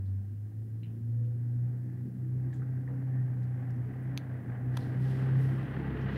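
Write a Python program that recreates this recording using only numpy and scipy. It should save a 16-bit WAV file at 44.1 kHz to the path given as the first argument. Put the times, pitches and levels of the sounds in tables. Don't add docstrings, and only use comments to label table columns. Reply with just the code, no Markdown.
import sys
import numpy as np
from scipy import signal
from scipy.fft import rfft, irfft, next_fast_len
from scipy.io import wavfile
from scipy.ndimage import map_coordinates

SR = 44100
rng = np.random.default_rng(int(sys.argv[2]) if len(sys.argv) > 2 else 0)


def waveform_to_disk(signal):
    frames = np.transpose(np.atleast_2d(signal))
    scaled = np.clip(frames, -1, 1) * 32767
    samples = np.round(scaled).astype(np.int16)
    wavfile.write(sys.argv[1], SR, samples)


N = 272097

# [t/s, f/Hz]
HUM_PITCH = [(0, 97), (.12, 96.1), (.65, 110.4), (.98, 113), (1.16, 116.6), (1.84, 123), (2.5, 126.5),
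             (3.09, 128.3), (3.4, 123.8), (3.6, 124.6), (3.8, 122), (4.0, 128), (4.2, 129), (4.5, 121.5),
             (4.7, 125.5), (4.95, 126.5), (5.05, 130.6), (5.57, 132), (5.9, 133.5), (6.17, 131.5)]
# [t/s, level/dB before catches and shimmer]
HUM_LEVEL = [(0, -35), (.12, -31.5), (.26, -37.5), (1.04, -37.8), (1.11, -31.5), (1.18, -29), (1.36, -33.5),
             (1.63, -30), (1.73, -33.5), (2.16, -39), (2.28, -32), (2.92, -35), (3.19, -29.5),
             (3.35, -33.5), (3.44, -31.5), (3.65, -35), (3.8, -33.5), (3.92, -38), (4.1, -34),
             (4.22, -36.5), (4.54, -36), (4.7, -30.5), (4.92, -34.5), (5.04, -28), (5.15, -31.5),
             (5.37, -25.5), (5.57, -31), (5.7, -31), (5.8, -36), (6.17, -35.5)]
# [t/s, depth/dB, half length/s]
CATCHES = [(.375, 3, .025), (.525, 9, .018), (1.955, 3, .025), (2.539, 5, .032), (4.449, 10, .025),
           (4.843, 9, .04), (5.612, 8, .015), (5.667, 15, .018), (5.735, 9, .015)]
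# [t/s, rasp level/dB, throat rattle reference level/dB, fold beat level/dB]
EFFORT = [(.09, -72, -52.5, -66), (.43, -75.5, -54, -69), (.95, -73, -48.5, -65), (1.18, -71.5, -52, -60),
          (1.75, -66.8, -49, -61.5), (2.04, -68.5, -47, -67), (2.33, -68, -50, -63),
          (2.46, -63.5, -47.5, -53.5), (2.75, -63, -49.5, -58), (2.99, -59.5, -48.5, -64),
          (3.52, -60, -48, -61.5), (4.2, -55.5, -45.5, -56), (4.59, -54.3, -46, -52),
          (5.0, -50.8, -41.7, -52), (5.44, -49.3, -41, -55), (5.9, -46.5, -41.5, -42.5),
          (6.15, -44.3, -41.5, -41)]
SMOOTH_DB, ROUGH_PER_DB = -30.5, 0.02
ROUGH_BASE, ROUGH_GROWS, ROUGH_DEEP = 0.027, .16, 0.08
OVERTONES_DB, RATTLE_NOISE_DB = 1.2, -2.0


def growl():
    progress, _, deep = growl_controls()
    pitch, = curves(HUM_PITCH)
    _, rattle_db, beat_db = curves(EFFORT)
    catch_db = sum(db * swell(s, half) for s, db, half in CATCHES)
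    hum_db = curves(HUM_LEVEL)[0] - catch_db
    weakness_db = np.maximum(SMOOTH_DB - hum_db, 0)
    rough = ROUGH_BASE + ROUGH_GROWS * progress + ROUGH_DEEP * deep + ROUGH_PER_DB * weakness_db
    rough = np.clip(rough, .01, 1)
    cycles = np.cumsum(pitch / 2) / SR
    phase = 2 * np.pi * cycles
    wander = WANDER + WANDER_PER_ROUGH * rough
    voiced = amp(hum_db) * hum(phase, rough) + amp(beat_db) * fold_beat(phase, deep)
    throat = amp(OVERTONES_DB) * overtones(phase, wander) + amp(RATTLE_NOISE_DB) * rattle(cycles, rough)
    return voiced + singing(phase, wander) + amp(rattle_db + 1.3 * wobble(25)) * throat


# [t/s, opening 0-1]
MOUTH_OPENING = [(2.0, 0), (2.9, .07), (3.2, .13), (3.75, .2), (4.3, .2), (4.62, .1), (4.9, .35),
                 (5.25, .62), (5.6, .78), (6.05, .86), (6.16, 1)]
DEEP_S, DEEP_FADE_S = 5.62, .06


def growl_controls():
    t = np.arange(N) / SR
    opening = np.clip(curves(MOUTH_OPENING)[0], 0, 1)
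    deep = .5 + .5 * np.tanh((t - DEEP_S) / (2 * DEEP_FADE_S))
    return t / t[-1], opening, deep


# [f/Hz, level/dB]
FLUTTER_COLOUR = [(40, -28), (72, -14), (93, 2), (112, 1.5), (142, -3), (158, .5), (220, -3)]
SHIMMER_DB, SHIMMER_PER_S = 1.15, 20


def hum(phase, rough):
    limp = phase / 2 + 1.2 * wobble(6)
    flutter = 0.65 * np.sin(2 * phase - limp) + 0.32 * np.sin(2 * phase + limp)
    flutter = flutter + .9 * wobble(65) * np.cos(2 * phase)
    flutter = coloured(flutter, FLUTTER_COLOUR)
    shimmer_db = SHIMMER_DB * unit(rough) * wobble(SHIMMER_PER_S)
    tone = (np.sin(2 * phase) + rough * flutter) / np.sqrt(1 + rough ** 2)
    return np.sqrt(2) * amp(shimmer_db) * tone


BEAT_LOOSE, BEAT_STUTTER_PER_S = .55, 15


def fold_beat(phase, deep):
    loose = np.clip(BEAT_LOOSE * (1 - deep), .02, 1)
    stutter = wobble(BEAT_STUTTER_PER_S) * np.sin(phase) + wobble(BEAT_STUTTER_PER_S) * np.cos(phase)
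    return np.sqrt(2 * (1 - loose)) * np.sin(phase) + np.sqrt(loose) * stutter


# [multiple of the beat, level/dB before OVERTONES_DB]
OVERTONES = [(2.5, -12), (3, -8.5), (3.5, -15), (4, -12), (4.26, -8.5), (5, -14), (6, -18), (6.8, -23)]
WANDER, WANDER_PER_ROUGH = .45, 2.4


def overtones(phase, wander):
    return sum(amp(db + 3 * wobble(9)) * np.sin(k * phase + wander * wobble(15)) for k, db in OVERTONES)


# [t/s, half length/s, multiple of the beat, level/dB]
OVERTONE_SWELLS = [(.2, .09, 4.1, -54), (.86, .06, 3.05, -52), (1.0, .14, 4.1, -50), (1.45, .25, 4.05, -54),
                   (2.0, .28, 3, -49.5), (2.27, .08, 5.1, -52), (2.48, .04, 5.3, -51),
                   (2.88, .36, 4.27, -51), (3.5, .12, 3, -52), (3.75, .12, 4.2, -51),
                   (4.18, .12, 4.27, -48), (5.08, .13, 3, -47), (5.15, .18, 6, -55), (5.38, .13, 4.24, -47),
                   (5.72, .14, 4.3, -50), (5.95, .17, 3.04, -47), (5.97, .12, 3.55, -47)]


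def singing(phase, wander):
    out = np.zeros(N)
    for s, half, k, db in OVERTONE_SWELLS:
        out += amp(db) * swell(s, half) * np.sin(k * phase + .55 * wander * wobble(9))
    return np.sqrt(2) * out


# [f/Hz, level/dB]
THROAT = [(70, -43), (140, -9), (165, 1), (190, 2.5), (255, 0), (300, -5.5), (350, -7), (430, -17),
          (510, -16), (620, -30.5), (900, -42), (2000, -60)]


def rattle(cycles, rough):
    pulses = unit(fold_pulses(cycles, rough, jitter=.0022, scatter_db=1.5))
    return unit(0.8 * unit(coloured(pulses, THROAT)) + noise(THROAT))


def fold_pulses(cycles, rough, jitter, scatter_db):
    at = np.flatnonzero(np.diff(np.floor(cycles)) > 0)
    late, size = rng.standard_normal((1024, 2))[:len(at)].T
    when = at + late * jitter * SR * np.sqrt(rough[at])
    when = np.clip(when, 0, N - 1).astype(int)
    return np.bincount(when, amp(scatter_db * size), N)


# [f/Hz, level/dB]
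MOUTH_SHUT = [(250, -21.5), (450, 8), (620, 5.5), (780, 7), (950, -.5), (1100, -1), (1300, -3), (1600, 3),
              (1900, 1.5), (2150, -5.5), (2600, -15.5), (3200, -36), (4500, -39.5), (8000, -49)]
# [f/Hz, level/dB]
MOUTH_OPEN = [(200, -9), (330, 11.5), (440, 8.5), (610, -2), (790, 1), (1000, 1), (1230, -0.5), (1600, 1.5),
              (1950, 3.5), (2200, -5.5), (3050, -9), (3600, -16.5), (4400, -23), (5500, -36.5), (8000, -50)]
# [f/Hz, width/Hz, lift/dB]
RASP_RINGS = [(431, 28, 4), (505, 30, 5), (680, 40, 3), (788, 26, 4.5), (1214, 45, 2.5), (1587, 70, 2.5),
              (1929, 30, 3.5)]
# [f/Hz, level/dB]
SPIT = [(1200, -25), (2600, 0), (3300, -1), (4400, -5), (5500, -16), (9000, -30)]
SPIT_DB, SPIT_POWER = -16, 11


def rasp():
    _, opening, _ = growl_controls()
    air = np.sqrt(1 - opening) * noise(MOUTH_SHUT) + np.sqrt(opening) * noise(MOUTH_OPEN)
    hz = np.geomspace(200, 4000, 600)
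    lift_db = sum(db / (1 + (2 * (hz - centre) / width) ** 2) for centre, width, db in RASP_RINGS)
    air = unit(coloured(air, np.column_stack([hz, lift_db])))
    air = air + amp(SPIT_DB) * opening ** SPIT_POWER * noise(SPIT)
    return amp(curves(EFFORT)[0] + 0.8 * wobble(11.0) + 1.3 * wobble(130)) * air


# [t/s, half length/s, f/Hz, phase wobble rate/(1/s), level/dB]
WHEEZES = [(1.26, .11, 500, 12, -61.5), (1.92, .09, 1750, 450, -72.5), (2.92, .04, 490, 110, -54),
           (3.16, .06, 1800, 400, -63), (5.84, .04, 840, 90, -53), (5.95, .15, 436, 25, -52)]


def wheezes():
    t, out = np.arange(N) / SR, np.zeros(N)
    for s, half, hz, rate, db in WHEEZES:
        tone = np.sqrt(2) * np.sin(2 * np.pi * hz * t + 1.1 * wobble(rate))
        out += amp(db) * swell(s, half) * tone
    return out


# [t/s, peak level/dB]
SMACK_TICKS = [(.8332, -49.5), (.8375, -60), (.8462, -53.5), (.858, -57.5), (.8662, -59.5), (.875, -64),
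               (.882, -66)]
# [f/Hz, level/dB]
SMACK_COLOUR = [(900, -32), (1700, -13), (2100, -5), (2550, -4), (2850, 3), (3100, -5), (3450, -20),
                (3900, -12), (4400, -27), (6000, -38), (10000, -50)]


def smack():
    out, t = np.zeros(N), np.arange(SR // 10) / SR
    for s, db in SMACK_TICKS:
        blow = (t == 0) + .08 * rng.standard_normal(len(t)) * amp(-60 * t / .016)
        tick = coloured(blow, SMACK_COLOUR)
        add(out, s, amp(db) * tick / np.abs(tick).max())
    return out


# [t/s, peak level/dB, knock level/dB relative to the snap, t60/s]
CLICKS = [(4.1762, -22.8, -11, 0.002), (4.1825, -41, -9, .014), (4.7706, -27.5, 6, 0.005),
          (4.7736, -25.5, 6, 0.005), (4.7748, -35, -2, .005)]
# [f/Hz, level/dB]
SNAP = [(500, -28), (1500, -8.5), (1950, -6), (2300, 4), (2600, 2), (2900, -2), (3450, 1.5), (3850, -2),
        (4500, -1), (5300, -17), (6200, -4.5), (7200, -22), (8700, -29.5), (11200, -9.5), (12500, -22.5),
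        (15500, -28.5)]
# [f/Hz, level/dB]
KNOCK = [(200, -4), (550, -5), (900, 3), (1800, -0.5), (2300, -9), (4500, -20), (7200, -24.5),
         (9300, -18.5), (15500, -30)]


def clicks():
    out, t = np.zeros(N), np.arange(SR // 10) / SR
    for s, db, knock_db, t60 in CLICKS:
        blow = (t == 0) + .09 * rng.standard_normal(len(t)) * amp(-60 * t / t60)
        click = unit(coloured(blow, SNAP)) + amp(knock_db) * unit(coloured(blow, KNOCK))
        add(out, s, amp(db) * click / np.abs(click).max())
    return out


# [t/s, onset level/dB, centre f/Hz, width/octaves, t60/s]
CHEWS = [(.055, -77, 4000, .2, .25), (.834, -66, 3950, .07, .04), (.836, -70, 2700, .22, .38),
         (1.248, -75, 3000, .5, .08), (2.528, -50, 1800, .13, .04), (2.528, -66, 3500, .45, .02),
         (2.53, -73.5, 3500, .52, .38), (2.535, -71, 7200, .27, .24), (2.618, -57, 1450, .25, .14),
         (2.875, -51, 1890, .14, .03), (2.882, -53, 620, .6, .3), (3.431, -71, 4500, .7, .097),
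         (3.705, -68.5, 5200, .55, .039), (3.76, -74, 4800, .45, .049), (4.025, -76, 10000, .25, .15),
         (4.805, -64.5, 4200, .22, .3), (6.012, -71, 5440, .22, .17)]


def chewing():
    out, t = np.zeros(N), np.arange(SR // 4) / SR
    # [widths from the centre, level/dB]
    skirt = [(-6, -55), (-3, -22), (-1, -7), (0, 0), (1, -8), (3, -26), (6, -60)]
    for s, db, hz, width, t60 in CHEWS:
        grains = rng.standard_normal(len(t)) * amp(3.8 * rng.standard_normal(len(t)))
        band = [(hz * 2 ** (k * width), level) for k, level in skirt]
        add(out, s, amp(db - 60 * t / t60) * unit(coloured(grains, band)))
    return out


# [t/s, level/dB, rise/s, fade t60/s, brightness/(dB per octave)]
STROKES = [(4.8, -66, .06, 1.0, 0), (5.025, -68, .02, .6, 2), (5.13, -64.5, .11, 1.2, -1.5),
           (5.22, -70, .05, .7, 0), (5.42, -65.5, .05, 1.3, 3)]
# [f/Hz, level/dB]
HAIRS = [(1500, -13), (3000, 3), (4400, -1.5), (5400, -2.5), (6200, -8), (7300, -10), (9000, -6.5),
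         (11000, -8), (15500, -14)]


def fur():
    t, out = np.arange(N) / SR, np.zeros(N)
    for s, db, rise, t60, tilt_db in STROKES:
        fade = amp(db - 60 * np.maximum(t - s, 0) / t60)
        envelope = fade * np.where(t < s, swell(s, rise), 1)
        hairs = [(hz, level + tilt_db * np.log2(hz / HAIRS[0][0])) for hz, level in HAIRS]
        out += envelope * noise(hairs)
    return out * amp(.6 * wobble(45))


# [f/Hz, t60/s]
ROOM = [(100, 0.24), (2000, 0.22), (6000, .13), (12000, 0.18)]


def room(x):
    hz, t, z = signal.stft(rng.standard_normal(SR // 2), SR, nperseg=256)
    decay = amp(-60 * t / along(ROOM, hz)[:, None])
    tail = signal.istft(z * decay, SR, nperseg=256)[1]
    return signal.fftconvolve(x, tail / np.linalg.norm(tail))[:N]


# [f/Hz, level/dB]
FLOOR = [(1650, -34), (2800, -6), (3420, -6), (5300, -2), (5730, -4), (7680, -4), (8310, -2.5), (10500, -1),
         (15500, -0.5)]


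def hiss():
    return amp(-76) * noise(FLOOR)


def rumble():
    colour = [(20, -10), (60, -5.5), (300, -17), (600, -25), (1100, -21.5), (3000, -26.5), (8000, -65)]
    return amp(-75.5) * noise(colour)


def amp(db):
    return 10 ** (np.asarray(db) / 20)


def unit(x):
    return x / np.sqrt(np.mean(x ** 2) + 1e-20)


def along(points, hz):
    f, v = np.transpose(points)
    return np.interp(np.log(hz + 1), np.log(f + 1), v)


def curves(rows):
    s, *cols = np.transpose(rows)
    return [np.interp(np.arange(N) / SR, s, c) for c in cols]


def swell(s, half):
    return np.exp(-((np.arange(N) / SR - s) / half) ** 2)


def wobble(rate):
    return unit(map_coordinates(rng.standard_normal(4096), [np.arange(N) * rate / SR], mode="wrap"))


def coloured(x, points):
    size = 8192
    gain = amp(along(points, np.fft.rfftfreq(size, 1 / SR)))
    cepstrum = irfft(np.log(gain + 1e-6))
    cepstrum[1:size // 2] *= 2
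    cepstrum[size // 2 + 1:] = 0
    return signal.fftconvolve(x, irfft(np.exp(rfft(cepstrum))))[:len(x)]


def noise(points):
    return unit(coloured(rng.standard_normal(N), points))


def add(track, s, sound):
    part = track[round(s * SR):][:len(sound)]
    part += sound[:len(part)]


def scene():
    voice = growl() + rasp() + wheezes()
    small = smack() + clicks() + chewing()
    return (voice + small + amp(-20) * room(small) + fur() + hiss() + rumble())[None]


TOP_HZ = 15750


def record(dry):
    size = next_fast_len(N + SR // 2)
    keep = np.fft.rfftfreq(size, 1 / SR) < TOP_HZ
    return irfft(rfft(dry, size) * keep, size)[:, :N]


dry = scene()
out = record(dry)
waveform_to_disk(out)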